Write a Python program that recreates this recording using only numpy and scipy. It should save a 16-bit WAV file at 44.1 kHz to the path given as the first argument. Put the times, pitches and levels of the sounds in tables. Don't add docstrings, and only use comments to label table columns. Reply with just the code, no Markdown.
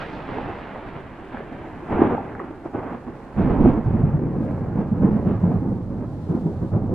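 import sys
import numpy as np
from scipy import signal
from scipy.fft import rfft, irfft
from scipy.io import wavfile
from scipy.ndimage import uniform_filter1d

SR = 44100
rng = np.random.default_rng(int(sys.argv[2]) if len(sys.argv) > 2 else 0)


def to_wav(sig):
    pcm = np.clip(np.atleast_2d(sig), -1, 1) * 32767
    pcm = np.round(pcm).astype(np.int16)
    wavfile.write(sys.argv[1], SR, pcm.T)


N = 306054
TIME, BINS = np.arange(N) / SR, np.fft.rfftfreq(N, 1 / SR)

# start_s, hold_s, body_db, crackle_db, extra_edge_db, trunk_share (the main channel's part, 0-1)
PEALS = [(-.02, 0.019, -55, -36, 4.5, 0), (0.126, 0.047, -41, -39, -8, 0.1),
         (0.27, 0.11, -33.5, -35, -3, 0.1), (0.417, 0.066, -34, -34, -4.5, 0.7),
         (0.728, 0.019, -58, -34, -6, 0.3), (0.845, 0.014, -36.5, -44.5, 5, 1),
         (0.938, 0.016, -36, -40, -1, 0.1), (1.304, 0.079, -51, -42, 3, .1),
         (1.503, 0.13, -44, -45, 0.5, 0), (1.875, 0.028, -28.5, -34, -0.5, 0),
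         (1.9, 0.07, -24, -25.8, -2, 0.15), (1.989, 0.049, -21.5, -22, -2.5, 0),
         (2.086, 0.034, -23, -24.5, -5.5, 0.1), (2.628, 0.011, -39, -37, -4.5, 0),
         (2.727, 0.042, -30.5, -31, -3, 0.2), (2.809, 0.059, -34, -32.5, -3, 0),
         (2.89, 0.023, -37, -38, 4, 0), (3.052, 0.038, -36, -49.5, 9, 0.16),
         (3.359, 0.081, -18.5, -32, 1.5, 0.64), (3.451, 0.083, -20.5, -30, -2.5, 0),
         (3.571, 0.055, -16.5, -29.5, -7, 0.45), (3.629, 0.049, -16, -29, 0, 0.5),
         (3.723, 0.033, -23, -31.5, -6, 0.3), (3.842, 0.078, -21.5, -39, -3, 0.8),
         (3.939, 0.13, -21.5, -39, 0, 0.82), (4.115, 0.012, -27.5, -41.5, 1, 0.9),
         (4.173, 0.079, -25, -51.5, -1, 0.44), (4.344, 0.055, -26.5, -58.5, 8, 0.4),
         (4.458, .02, -28, -44.5, 14, 1), (4.737, 0.055, -24, -37.5, -0.5, 0),
         (4.91, 0.036, -21.5, -51.5, 0.5, 0.76), (5.005, 0.05, -16, -34, 2.5, 0.58),
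         (5.083, 0.069, -20.5, -38, 2, 0.97), (5.245, 0.055, -19.5, -36, 2.5, 0.67),
         (5.424, 0.07, -22.5, -36, -3.5, 0.8), (5.53, 0.019, -20.5, -40.5, 1, 0.86),
         (5.634, 0.065, -24, -43.5, -3, 0.26), (5.733, 0.018, -32, -47, -1, 0.6),
         (5.885, 0.029, -30, -43, -2, 0.25), (5.962, 0.047, -29, -42.5, 2, 0.4),
         (6.277, 0.072, -26.5, -39, -1.5, 0), (6.434, 0.021, -24, -41, -5, 0.25),
         (6.6, 0.011, -20.5, -41.5, -1, .7), (6.711, 0.034, -17.5, -34.5, -3, 0.91),
         (6.798, 0.035, -25.5, -42.5, -4, 0.97), (6.891, .05, -23.5, -40, -7, 0.2)]
# time_s, body_db, crackle_db
RUMBLE = [(0, -38, -40), (.6, -39.5, -38), (1.1, -41.5, -44.5), (1.7, -38, -42), (2.27, -35, -37),
          (2.37, -35.5, -41), (2.47, -37, -39.5), (2.58, -41, -47), (3.33, -41, -43.5), (3.5, -30.5, -35),
          (3.82, -29.5, -39), (4.2, -25.5, -41), (4.6, -24.5, -38.5), (4.88, -27, -40.5), (5.2, -26, -38.5),
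          (5.39, -24, -39), (5.55, -25, -39.5), (5.85, -29, -47.5), (6.1, -29, -45), (6.25, -30, -46.5),
          (6.55, -26.5, -43), (6.7, -32, -45.5), (6.94, -22.5, -41)]
# time_s, loss_at_4khz_db
AIR_LOSS = [(0, -0.5), (1.5, 6), (2, 14), (2.9, 15.5), (3.32, 14.5), (3.38, 19), (3.5, 17.5), (3.56, 15),
            (3.67, 17), (3.8, 13.5), (4.3, 25), (5.2, 24.5), (5.29, 10), (5.6, 28.5), (6.1, 27)]
# start_s, hold_s, level_db
RIPS = [(0, 0.069, -65), (0.123, 0.026, -59), (3.373, .15, -64.5), (3.596, 0.1, -63.5), (4.78, .01, -65)]
# time_s, relative_db
SWELL_FOLLOWS = [(0, -10.5), (1.7, -13), (1.93, -12.5), (2.03, -20), (2.8, -29.5), (3.4, -10), (3.65, -7),
                 (4, -10), (4.3, -16), (5.5, -19), (5.95, -11), (6.3, -21.5), (6.9, -15.5)]
# time_s, level_db
HISS_LEVEL = [(0, -76.5), (1.5, -76.5), (1.9, -74), (2.3, -76.5), (3.7, -74.5), (4.29, -78), (4.45, -73.5),
              (4.75, -76.5), (5.5, -74), (5.96, -76.5), (6.25, -71), (6.68, -73), (6.8, -76)]
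# centre_s, level_db, pitch_hz, half_length_cycles, relative_crack_db
SHOCKS = [(.136, -27, 290, 1.4, -0.5), (.385, -22.5, 280, 0.71, 8), (0.464, -31, 229, 0.55, -9),
          (0.594, -29, 1500, 0.32, -7), (1.347, -25, 253, 1.1, 8), (1.372, -24, 1590, 1.1, 2),
          (1.407, -25, 423, 1.6, 1), (1.525, -22.5, 248, 0.71, -6.5), (1.974, -14.5, 346, 2.2, -23),
          (1.995, -8.5, 333, 0.79, -21), (2.021, 3, 312, 0.48, -26.5), (2.046, -10.5, 330, 1.6, -11),
          (2.072, -12, 254, 1.4, -18), (2.181, -14, 823, 1.3, -24), (2.352, -24.5, 1590, .6, 1.5),
          (2.396, -26.5, 1870, 1.5, -5.5), (2.402, -18, 1110, 0.88, -7), (2.418, -23.5, 367, 1.2, -9.5),
          (2.445, -23, 334, 0.48, 1.5), (2.511, -24, 297, 0.99, 4), (2.66, -19, 323, 1, 1),
          (2.752, -14.5, 290, 0.53, -7.5), (2.786, -21.5, 397, 0.68, -1), (2.869, -22.5, 380, .6, -3.5),
          (2.923, -24.5, 293, 0.84, -4.5), (2.948, -22, 232, 0.9, 6.5), (3.083, -25.5, 241, 2.1, -1.5),
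          (3.385, -8.5, 207, 0.63, -14), (3.399, -4.5, 183.6, 0.4, -24), (3.474, -9.5, 252, .6, -23.5),
          (3.512, -15.5, 211.5, 0.45, -2.5), (3.568, -12.5, 171, 0.29, -28), (3.612, -3.5, 214, .4, -13),
          (3.645, -5.5, 221, 0.53, -16), (3.659, -0.5, 327, 0.35, -10.5), (3.683, -7.5, 250.6, 2.2, -23),
          (3.779, -12, 218.5, 1.1, -14), (3.884, -15.5, 120.2, 1.1, -14), (3.95, -10.5, 213, 1.1, -30),
          (4.043, -5, 138.6, 0.9, -35.5), (4.08, -15.5, 161.6, 1.3, -20), (4.15, -5.5, 147.3, 1.1, -36),
          (4.236, -16.5, 134.7, 0.45, -28), (4.265, -16, 166, 1.2, -31.5), (4.371, -15, 196, 0.57, -25),
          (4.41, -14.5, 263, .6, -20), (4.792, -13, 195, 1.2, -12), (4.926, -9.5, 201.5, 0.94, -29.5),
          (5.011, -12, 179.6, 1.3, -17), (5.047, -6.5, 206, 1.1, -14.5), (5.161, -9.5, 200, 1, -23.5),
          (5.272, -9, 180, 1.1, -13), (5.319, -14, 182.5, 2.5, -14.5), (5.441, -6.5, 180, 1.1, -15),
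          (5.475, -8.5, 175, 1.7, -25), (5.519, -11, 240, .5, -8), (5.554, -12.5, 174, 0.27, -21.5),
          (5.625, -13.5, 275, 0.89, -15.5), (5.685, -16, 232, 1, -19.5), (5.727, -10.5, 183.4, 1.2, -16),
          (6.309, -11.5, 166.4, 1.1, -21.5), (6.352, -7.5, 243, 0.45, -23),
          (6.461, -13.5, 165.5, 1.3, -29.5), (6.581, -28, 154, 1.1, -2), (6.631, -14, 188, 0.99, -14),
          (6.76, -8, 155, 0.45, -20), (6.895, -18.5, 498, 0.47, -9.5)]

# frequency_hz, gain_db
CRACKLE_TONE = [(280, -27), (460, -3.5), (570, -1.5), (780, 0.5), (1000, -4.5), (1250, -13), (1700, -34),
                (3000, -82), (6000, -110)]
EDGE_TONE = [(850, -12), (1300, -4.5), (1600, -3), (2100, -7), (2700, -11), (3400, -17.5), (4500, -27),
             (6000, -40.5), (9000, -60.5), (14000, -100)]
RIP_TONE = [(1000, -18.5), (2200, 4), (3300, -3), (4300, -5), (5200, -12), (6500, -20), (10000, -46.5)]
BRANCH_TONE = [(45, -36.5), (80, -9.5), (125, -2.5), (180, -1.5), (245, 0.5), (335, 0), (430, -6),
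               (560, -21), (900, -56), (2500, -110)]
TRUNK_TONE = [(50, -37), (72, -11.5), (92, 3.5), (125, -0.5), (165, -1), (235, -5), (320, -10.5),
              (420, -16.5), (560, -22), (900, -52.5), (2500, -110)]
SWELL_TONE = [(8, -30), (18, -7), (29, -6), (40, -5.5), (52, -6), (70, -11), (100, -22.5), (250, -65),
              (800, -120)]
HISS_TONE = [(100, 20.5), (2500, 9.5), (4300, 9), (5500, 4), (7500, 2), (10000, -1.5), (13000, -7.5),
             (15000, -16)]
FRONT_TONE = [(150, -28.5), (500, 10.5), (900, 7), (1600, -14.5), (2300, -18.5), (3200, -32.5), (5000, -65),
              (9000, -110)]
FLUTTER_TONE = [(20, 0.5), (60, -22.0), (200, -79.5)]

# frequency_hz, likeness (0-1)
PORT_LIKENESS = [(60, 0.96), (150, 0.98), (300, 0.99), (520, 0.91), (900, 0.93), (1540, 0.72), (2650, 0.84),
                 (5000, .7)]
# frequency_hz, left_minus_right_db
PORT_BALANCE = [(40, -4), (130, 0), (300, -0.8), (500, 1.7), (750, 0.5), (1140, -1), (2650, 0), (4500, 1)]
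# frequency_hz, left_lead_rad
PORT_LEAD = [(100, 0.12), (430, 0.33), (800, -0.057), (1550, 0), (2840, 0.22)]
# time_s, left_minus_right_db
BEARING = [(0, -2), (2.2, -0.7), (3.6, -2.5), (4.3, -0.2), (5.15, -1.9), (6.9, -1.1)]


def from_db(db):
    return 10 ** (np.asarray(db) / 20)


def over_time(rows, column=1):
    rows = np.asarray(rows)
    return np.interp(TIME, rows[:, 0], rows[:, column])


def over_hz(points):
    hz, value = np.transpose(points)
    return np.interp(np.log(BINS + 1), np.log(hz), value)


def pan(left_minus_right_db):
    return from_db(left_minus_right_db * np.array([[.5], [-.5]]))


def coloured(x, tone):
    y = irfft(rfft(x) * from_db(over_hz(tone)), N)
    return y / y.std()


def steadied(x, span_s):
    size = int(span_s * SR)
    power = uniform_filter1d(uniform_filter1d(x.mean(0) ** 2, size), size)
    return x / np.sqrt(abs(power) + 1e-12)


def ports(direct, scattered):
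    likeness = over_hz(PORT_LIKENESS)
    mid = rfft(direct)
    side = rfft(scattered) * np.sqrt((1 - likeness) / (1 + likeness))
    skew = from_db(over_hz(PORT_BALANCE) / 2) * np.exp(1j * over_hz(PORT_LEAD) / 2)
    return irfft(np.array([(mid + side) * skew, (mid - side) / skew]), N)


def swarm(per_s, spread_db):
    size = from_db(spread_db * np.minimum(rng.exponential(1, (2, N)), 4))
    polarity = rng.choice([-1, 1], (2, N))
    direct, scattered = size * polarity * (rng.random((2, N)) < per_s / SR)
    return ports(direct, scattered)


def gusty_air(x, depth_db, corner_hz):
    hz, _, spectra = signal.stft(x, SR, nperseg=2048, noverlap=1536)
    patches = rng.standard_normal(spectra.shape[1:])
    patches = uniform_filter1d(uniform_filter1d(patches, size=4, axis=0), size=4, axis=1)
    waver_db = depth_db / np.hypot(1, hz[:, None] / corner_hz) * patches / patches.std()
    return signal.istft(spectra * from_db(waver_db), SR, nperseg=2048, noverlap=1536)[1][:, :N]


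def burst(start_s, hold_s, release_db_per_s, attack_s=0.023):
    t = TIME - start_s
    return np.clip(t / attack_s, 0, 1) * from_db(-release_db_per_s * np.clip(t - attack_s - hold_s, 0, 1))


def peal_envelopes(trunk_arrives_s, trunk_fade_s):
    body_power = from_db(over_time(RUMBLE)) ** 2
    crackle_power = from_db(over_time(RUMBLE, column=2)) ** 2
    arrived = .5 + .5 * np.tanh((TIME - trunk_arrives_s) / trunk_fade_s)
    trunk_power = body_power * (0.08 + 0.84 * arrived)
    weighted_edge = np.zeros(N)
    for start_s, hold_s, body_db, crackle_db, extra_edge_db, trunk_share in PEALS:
        boom = (from_db(body_db) * burst(start_s, hold_s, release_db_per_s=285)) ** 2
        tear = (from_db(crackle_db) * burst(start_s, hold_s, release_db_per_s=222.5)) ** 2
        body_power += boom
        trunk_power += trunk_share * boom
        crackle_power += tear
        weighted_edge += extra_edge_db * tear
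    extra_edge_db = weighted_edge / crackle_power
    return np.sqrt(body_power), np.sqrt(crackle_power), extra_edge_db, trunk_power / body_power


def crackle(arrivals, gain, trim_db):
    return steadied(coloured(arrivals, CRACKLE_TONE), span_s=0.12) * gain * from_db(trim_db)


def air_absorption(x):
    hz, frame_s, spectra = signal.stft(x, SR, nperseg=512)
    loss_db = np.interp(frame_s, *np.transpose(AIR_LOSS)) * np.minimum(hz[:, None] / 4000, 1.5) ** 2
    return signal.istft(spectra * from_db(-loss_db), SR, nperseg=512)[1][:, :N]


def crackle_edge(arrivals, crackle_gain, extra_db, fade_db_per_s, trim_db):
    edge = steadied(air_absorption(coloured(arrivals, EDGE_TONE)), span_s=0.089)
    follow = (crackle_gain / from_db(-39.5)) ** 0.81
    return edge * follow * from_db(extra_db - fade_db_per_s * TIME + trim_db)


def rips(arrivals):
    power = np.zeros(N)
    for start_s, hold_s, level_db in RIPS:
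        power += (from_db(level_db) * burst(start_s, hold_s, release_db_per_s=252, attack_s=.006)) ** 2
    return steadied(coloured(arrivals, RIP_TONE), span_s=0.088) * np.sqrt(power)


def roll(arrivals, gain, trunk_share, trim_db):
    branches = (1 - trunk_share) * coloured(arrivals, BRANCH_TONE)
    trunk = trunk_share * coloured(arrivals, TRUNK_TONE)
    return steadied(branches + trunk, span_s=0.05) * gain * from_db(trim_db)


def pressure_swell(arrivals, body_gain, smear_s, floor_db, trim_db):
    push = uniform_filter1d(body_gain, int(smear_s * SR)) * from_db(over_time(SWELL_FOLLOWS))
    sub_bass = steadied(coloured(arrivals, SWELL_TONE), span_s=0.089)
    return sub_bass * np.hypot(push, from_db(floor_db)) * from_db(trim_db)


def hiss(flutter_db, trim_db):
    flutter = coloured(rng.standard_normal(N), FLUTTER_TONE)
    noise = coloured(rng.standard_normal((2, N)), HISS_TONE)
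    return noise * from_db(over_time(HISS_LEVEL) + flutter_db * flutter + trim_db)


def shocks(crack_s, thud_trim_db, crack_trim_db, echo_db):
    thuds, crack_gain = np.zeros((2, N))
    for centre_s, level_db, pitch_hz, half_length_cycles, relative_crack_db in SHOCKS:
        near = abs(TIME - centre_s) < .06
        t = TIME[near] - centre_s
        taper = 1 / np.cosh(np.minimum(abs(pitch_hz * t) / half_length_cycles, 20))
        thuds[near] += from_db(level_db) * np.sin(2 * np.pi * pitch_hz * t) * taper
        rise = np.maximum(t / crack_s + 1, 0)
        crack_gain[near] += from_db(level_db + relative_crack_db) * rise ** 2 * np.exp(2 - 2 * rise)
    cracks = crack_gain * coloured(rng.standard_normal(N), FRONT_TONE)
    direct = from_db(thud_trim_db) * thuds + from_db(crack_trim_db) * cracks
    echoes = from_db(echo_db) * house_echoes(direct, t60_s=0.43)
    return ports(direct + echoes, scattered=house_echoes(direct, t60_s=.12))


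def house_echoes(x, t60_s):
    t = np.arange(SR // 2) / SR
    taps = rng.standard_normal(len(t)) * (rng.random(len(t)) < 1500 / SR)
    taps *= from_db(-60 * t / t60_s) * (t > .006)
    return signal.fftconvolve(x, taps / np.linalg.norm(taps))[:N]


def scene():
    arrivals = gusty_air(swarm(per_s=4500, spread_db=2.0), depth_db=2.0, corner_hz=2500)
    body_gain, crackle_gain, edge_db, trunk_share = peal_envelopes(trunk_arrives_s=3.9, trunk_fade_s=.15)
    thunder = crackle(arrivals, crackle_gain, trim_db=-3.0)
    thunder += crackle_edge(arrivals, crackle_gain, edge_db, fade_db_per_s=2, trim_db=-43.5)
    thunder += rips(arrivals)
    thunder += roll(arrivals, body_gain, trunk_share, trim_db=-1.0)
    thunder += pressure_swell(arrivals, body_gain, smear_s=0.066, floor_db=-51.5, trim_db=-0.5)
    thunder += shocks(crack_s=0.0027, thud_trim_db=-2.5, crack_trim_db=-11, echo_db=-11)
    return thunder * pan(over_time(BEARING)) + hiss(flutter_db=0.86, trim_db=12.0) * pan(0.8)


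def record(dry):
    rounded = dry / (1 + dry ** 8) ** (1 / 8)
    lowpass = signal.firwin(511, 15200, window=("kaiser", 9), fs=SR)
    return signal.oaconvolve(rounded, lowpass[None], "same")


dry = scene()
out = record(dry)
to_wav(out)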